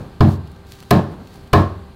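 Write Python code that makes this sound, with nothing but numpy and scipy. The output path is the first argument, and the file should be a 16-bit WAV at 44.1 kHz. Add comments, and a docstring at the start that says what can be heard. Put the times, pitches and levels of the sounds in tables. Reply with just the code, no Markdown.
"""Cleaver through a fish

A mallet drives a heavy cleaver through a fish on a thick wooden block, three times, in a small hard room.
Each blow cracks bone (noise bursts), knocks and rings blade and block (fading sines), carries low noise
that holds briefly and drops, and fills the room (fading noise). Between blows the blade slides over wet
scales (grainy noise, ticks). An earlier blow's tail opens the scene; the fish bumps softly (low noise).
Low rumble and hum lie behind; a limiter holds the peaks, then the top is cut.
"""
import sys
import numpy as np
from scipy import signal
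from scipy.fft import rfft, irfft
from scipy.io import wavfile
from scipy.ndimage import uniform_filter1d, minimum_filter1d

SR = 44100
rng = np.random.default_rng(int(sys.argv[2]) if len(sys.argv) > 2 else 0)


def master_out(mix):
    """Clip the mix to full scale and print it as 16-bit PCM to the path in sys.argv[1]."""
    frames = np.transpose(np.atleast_2d(mix))
    ceiling = np.clip(frames, -1, 1)
    pcm = np.round(ceiling * 32767).astype(np.int16)
    wavfile.write(sys.argv[1], SR, pcm)


N = 85995
T = np.arange(N) / SR  # time in seconds
HZ = np.maximum(np.fft.rfftfreq(N, 1 / SR), 1)  # frequency of each spectrum bin, kept above 0 for logs

# Levels are relative: the layers add up, and colours and layer levels multiply.
# t60 is the time a sound takes to fade by 60 dB.

# Blows [t/s, level/dB, knock level/dB, blade level/dB, then one colour level/dB per BLOW_COLOUR_HZ];
# the colour depends on where the edge lands
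BLOWS = [(0.2076, 1, 0.5, -10, 2.5, 2.8, -2, -5, -2.5, -7, -7.5),
         (0.9100, 1, -0.5, -3.5, -5, 1.1, -1, 1.5, -1.5, -0.5, -1.5),
         (1.5356, 0.018, 2, 1, 2.5, -1.8, 1.5, 1.5, 3.5, 2, 0.5)]
# Where the blow colours act [f/Hz]
BLOW_COLOUR_HZ = [90, 150, 350, 700, 1050, 1500, 4500]

# Dead knock of the blade bedding into the wood [f/Hz, level/dB, t60/s]
KNOCK_MODES = [(171, -4, 0.045), (228.6, -7.5, 0.066), (408, -9, 0.11), (668, -9, 0.067),
               (719.7, -9.5, 0.086), (907, -25, 0.055), (1036, -7, 0.052), (1254, -15, 0.06),
               (1549, -14, 0.042), (1716, -19, 0.1), (2258, -25.5, 0.1), (2360, -27, 0.07),
               (2888, -14.5, 0.027), (3240, -50, 0.021)]
# Contact noise of the knock [f/Hz, level/dB]
KNOCK_NOISE = [(30, 15), (120, -4), (300, -28), (700, 14), (1450, 5.5), (2000, -9), (3300, 2), (5000, -5.5),
               (16000, -64)]
KNOCK_NOISE_DB, KNOCK_NOISE_T60_S, KNOCK_RISE_S = -10.5, 0.042, 0.00038

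# Low ring of block and bench [f/Hz, level/dB, t60/s]
BLOCK_MODES = [(74, -22, .9), (93, -7, .5), (134, -6, .36), (186, -12, .3), (219, -9, .38), (317, -10, .32),
               (393, -21, .35), (431, -20, .3), (571, -17, .35), (608, -26, .4), (642, -22, .37),
               (703, -19, .3), (733, -19, .29), (926, -29, .37)]
BLOCK_DB, BLOCK_RISE_S = -0.5, 0.012

# Ring of the cleaver [f/Hz, level/dB, t60/s]
BLADE_MODES = [(1014, -19, .25), (1064, -18, .4), (1089, -21, .38), (1141, -24, .38), (1227, -23, .27),
               (1315, -28, .28), (1675, -27, .28), (1696, -31, .28), (1803, -26, .22), (2562, -41, .3),
               (4018, -30, .19), (4170, -35, .15)]
BLADE_RISE_S = 0.0038

# Low noise under each blow, held level until about 90 ms, then dropped [f/Hz, level/dB]
HELD_NOISE_COLOUR = [(40, -14.5), (100, 1.5), (220, -1), (275, -9), (340, -3.5), (410, -5.5), (490, -15.5),
                     (700, -8), (900, -13.5), (1100, -20.5), (1500, -25), (3000, -45), (16000, -63)]
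HELD_NOISE_DB, HELD_NOISE_S, HELD_NOISE_RISE_S, HELD_NOISE_RELEASE_S = -17, 0.087, 0.012, 0.0053

# Colour of the room's answer [f/Hz, level/dB per Hz]
ROOM_COLOUR = [(30, -49), (70, -20), (150, 2.5), (270, -1.5), (400, -0.5), (490, -6.5), (700, -7),
               (900, -8.5), (1100, -9.5), (1400, -14.5), (1750, -11.5), (2000, -20), (4200, -21.5),
               (6000, -32), (10000, -38.5), (15000, -37.5)]
# How long the room rings [f/Hz, t60/s]
ROOM_T60 = [(60, 1), (300, .5), (1000, 0.58), (2500, 0.36), (6000, 0.39), (15000, 0.25)]
ROOM_DB, ROOM_RISE_S = -16, 0.0039

# Bone and scales giving way [t/s, length/s, level/dB, tilt/dB per octave]
CRUNCHES = [(0.2053, .003, -21.5, -5), (0.9063, 0.0059, -13.5, -0.5), (1.5296, 0.0055, -14.5, -4.5)]
# Colour of the crunches before the tilt [f/Hz, level/dB]
CRUNCH_COLOUR = [(200, -2), (1500, 1.5), (4000, 2), (7000, -7), (10000, -7.5), (13000, -3), (16000, -6.5)]
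CRUNCH_RISE_S, CRUNCH_RELEASE_S = 0.0034, 0.0016

# Wet blade sliding through flesh and over scales [t/s, rise/s, fall/s, level/dB]
SLIDES = [(0.24, 0.073, 0.07, -44), (0.65, 0.076, 0.099, -48.5), (0.77, 0.036, 0.39, -54.5),
          (1.17, 0.18, 0.15, -55)]
# Colour of the slides [f/Hz, level/dB]
SLIDE_COLOUR = [(500, -20), (2000, -2.5), (4200, 2), (5500, -3), (8400, -7), (12000, -8), (16000, -9.5)]
# The drawn blade singing faintly [f/Hz, boost level/dB]
SLIDE_RING = [(4460, 7.1)]
SLIDE_RING_WIDTH_HZ = 54  # distance from the centre where the boost in dB has halved
SLIDE_GRAIN_DB = 3.5

# Scales ticking against the edge [t/s, level/dB]
TICKS = [(0.474, -46), (0.5158, -44), (0.562, -52), (0.7882, -43), (0.8265, -37.5), (0.834, -44),
         (1.2724, -42.5), (1.357, -45), (1.4738, -45)]
# Colour of the ticks [f/Hz, level/dB]
TICK_COLOUR = [(400, 5), (1400, -4), (2000, -5), (3000, 4.5), (5000, -4.5), (8000, -9), (16000, -12)]
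TICK_T60_S = 0.023

# Fading tail of an earlier blow at 0.0 s, then soft low bumps of the fish [t/s, rise/s, t60/s, level/dB]
TAIL_AND_BUMPS = [(0.0, 0.0031, 0.49, -28.5), (1.101, 0.021, 0.48, -30), (1.189, 0.019, .5, -38),
                  (1.33, 0.028, 0.79, -41)]
# Colour of the tail and the bumps [f/Hz, level/dB]
TAIL_AND_BUMP_COLOUR = [(30, -20), (70, 3.5), (130, 0), (220, -0.5), (500, -12), (1000, -16), (2000, -32.5),
                        (16000, -51.5)]

# Steady rumble [f/Hz, level/dB per Hz]
RUMBLE_COLOUR = [(25, -11), (45, -1), (80, -3), (160, -1), (263, -8), (545, -16), (800, -17.5), (1500, -22),
                 (2100, -27.5), (3500, -28.5), (4400, -26.5), (5500, -40), (7000, -39.5), (12000, -42.5),
                 (16000, -47)]
# Machine hum [f/Hz, level/dB]
HUM = [(73, -49), (97, -52), (393, -54), (786, -60), (1179, -65), (1572, -63)]
RUMBLE_DB, WAVER_DB = -43, 0.74  # the waver moves both rumble and hum

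CEILING, LIMITER_S = 0.94, 0.0026  # peak limit (full scale = 1) and limiter window
TOP_HZ = 15700


def undb(db):
    """Turn decibels into a plain multiplier."""
    return 10 ** (np.asarray(db) / 20)


def unit(x):
    """Scale a sound to an average strength (rms) of 1."""
    return x / np.sqrt(np.mean(x ** 2))


def curve(points, hz):
    """Read a value between (Hz, value) points, on a log-frequency axis."""
    f, v = np.array(points, float).T
    return np.interp(np.log(hz), np.log(f), v)


def noise(colour, grain_db=0):
    """Spectrum of coloured noise of rms 1; grain boosts random samples into crackle."""
    grain = undb(grain_db * rng.exponential(size=N))
    white = rng.standard_normal(N) * grain
    coloured = irfft(rfft(white) * undb(curve(colour, HZ)), N)
    return rfft(unit(coloured))


def fade(t60):
    """Die away exponentially, by 60 dB in t60 seconds."""
    return np.exp(-np.log(1000) * T / t60)


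def ramp(rise_s):
    """Rise in a straight line to full level, then stay there."""
    return np.minimum(T / rise_s, 1)


def swell(rise_s):
    """Rise quickly at first, then ever more slowly towards full level."""
    return 1 - np.exp(-T / rise_s)


def hold(length_s, release_s):
    """Stay at full level for a while, then release quickly."""
    return np.exp(-np.maximum(T - length_s, 0) / release_s)


def at(start, x):
    """Delay a sound to its start time."""
    silence = np.zeros(max(int(start * SR), 0))
    return np.concatenate([silence, x])[:N]


def ring(modes, colour, rise_s):
    """Add up a struck body's fading tones, which build up over a short push."""
    total = 0
    for k, (hz, db, t60) in enumerate(modes):
        level = (-1) ** k * undb(db + curve(colour, hz))  # every other tone is flipped
        total = total + level * fade(t60) * np.sin(2 * np.pi * hz * T)
    return swell(rise_s) * total


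def blow(knock_db, blade_db, colour_db):
    """One impact: knock, held low noise, ring of block and blade, and room, all sharing one colour."""
    colour = list(zip(BLOW_COLOUR_HZ, colour_db))
    tint = undb(curve(colour, HZ))
    block = undb(BLOCK_DB) * ring(BLOCK_MODES, colour, BLOCK_RISE_S)
    blade = undb(blade_db) * ring(BLADE_MODES, colour, BLADE_RISE_S)
    return undb(knock_db) * knock(colour, tint) + held_noise(tint) + block + blade + room(tint)


def knock(colour, tint):
    """The blade bedding into wood: short dead tones plus a burst of contact noise."""
    contact = irfft(noise(KNOCK_NOISE) * tint, N) * fade(KNOCK_NOISE_T60_S)
    return ring(KNOCK_MODES, colour, KNOCK_RISE_S) + undb(KNOCK_NOISE_DB) * contact


def held_noise(tint):
    """Low noise under each blow that rises, stays level until about 90 ms, then drops."""
    low_noise = irfft(noise(HELD_NOISE_COLOUR) * tint, N)
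    shape = ramp(HELD_NOISE_RISE_S) * hold(HELD_NOISE_S, HELD_NOISE_RELEASE_S)
    return undb(HELD_NOISE_DB) * low_noise * shape


def room(tint):
    """Dense reflections, made of noise; each octave dies away at its own rate."""
    wash = noise(ROOM_COLOUR) * tint
    octave = np.log2(np.clip(HZ, 2 ** 5, 2 ** 14))
    tail = 0
    for k in range(5, 15):  # octave bands centred on 32 Hz to 16384 Hz
        band = np.maximum(1 - abs(octave - k), 0)  # overlapping triangles
        tail = tail + irfft(wash * band, N) * fade(curve(ROOM_T60, 2. ** k))
    return undb(ROOM_DB) * tail * swell(ROOM_RISE_S)


def bone():
    """A few milliseconds of dense fractures that build up as the edge breaks through."""
    total = 0
    for start, length, db, tilt in CRUNCHES:
        slope = undb(tilt * np.log2(HZ / 4000))
        crackle = irfft(noise(CRUNCH_COLOUR) * slope, N)
        shape = ramp(CRUNCH_RISE_S) * hold(length, CRUNCH_RELEASE_S)
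        total = total + at(start, undb(db) * crackle * shape)
    return total


def slides():
    """Grainy wet rubbing that swells and falls and makes the blade sing."""
    effort = sum(undb(db) * np.interp(T, [s, s + rise, s + rise + fall], [0, 1, 0])
                 for s, rise, fall, db in SLIDES)
    sing_db = sum(db / (1 + ((HZ - hz) / SLIDE_RING_WIDTH_HZ) ** 2) for hz, db in SLIDE_RING)
    return effort * irfft(noise(SLIDE_COLOUR, SLIDE_GRAIN_DB) * undb(sing_db), N)


def ticks():
    """Single scales snap against the edge as tiny fading bursts of noise."""
    bursts = sum(at(s, undb(db) * fade(TICK_T60_S)) for s, db in TICKS)
    return bursts * irfft(noise(TICK_COLOUR), N)


def tail_and_bumps():
    """Fading tail of an earlier blow, then soft low bumps of the fish, all made of low noise."""
    shape = sum(at(s, undb(db) * ramp(rise) * fade(t60)) for s, rise, t60, db in TAIL_AND_BUMPS)
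    return irfft(noise(TAIL_AND_BUMP_COLOUR), N) * shape


def background():
    """Low rumbling noise and the steady tones of a machine, wavering slightly together."""
    slow = rfft(rng.standard_normal(N)) * (HZ < 8)  # only changes slower than 8 Hz
    waver = unit(irfft(slow, N))
    rumble = undb(RUMBLE_DB) * irfft(noise(RUMBLE_COLOUR), N)
    # sqrt(2) makes each level an rms level; each tone starts at a random phase
    hum = sum(undb(db) * np.sqrt(2) * np.sin(2 * np.pi * (hz * T + rng.random())) for hz, db in HUM)
    return (rumble + hum) * undb(WAVER_DB * waver)


def scene():
    """Three chops with the small noises of blade and fish over the background."""
    chops = sum(at(s, undb(db) * blow(knock_db, blade_db, colour_db))
                for s, db, knock_db, blade_db, *colour_db in BLOWS)
    mix = chops + bone() + slides() + ticks() + tail_and_bumps() + background()
    return mix[None]  # one channel


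def record(dry):
    """Turn down around peaks with a fast look-ahead limiter, then cut the top."""
    size = max(int(LIMITER_S * SR), 2)
    needed = np.minimum(1, CEILING / (abs(dry) + 1e-9))
    gain = uniform_filter1d(minimum_filter1d(needed, size), size)  # lowest nearby gain, smoothed
    low_pass = signal.ellip(8, .2, 80, TOP_HZ, fs=SR, output="sos")  # .2 dB ripple, 80 dB cut
    return signal.sosfilt(low_pass, dry * gain)


dry = scene()
out = record(dry)
master_out(out)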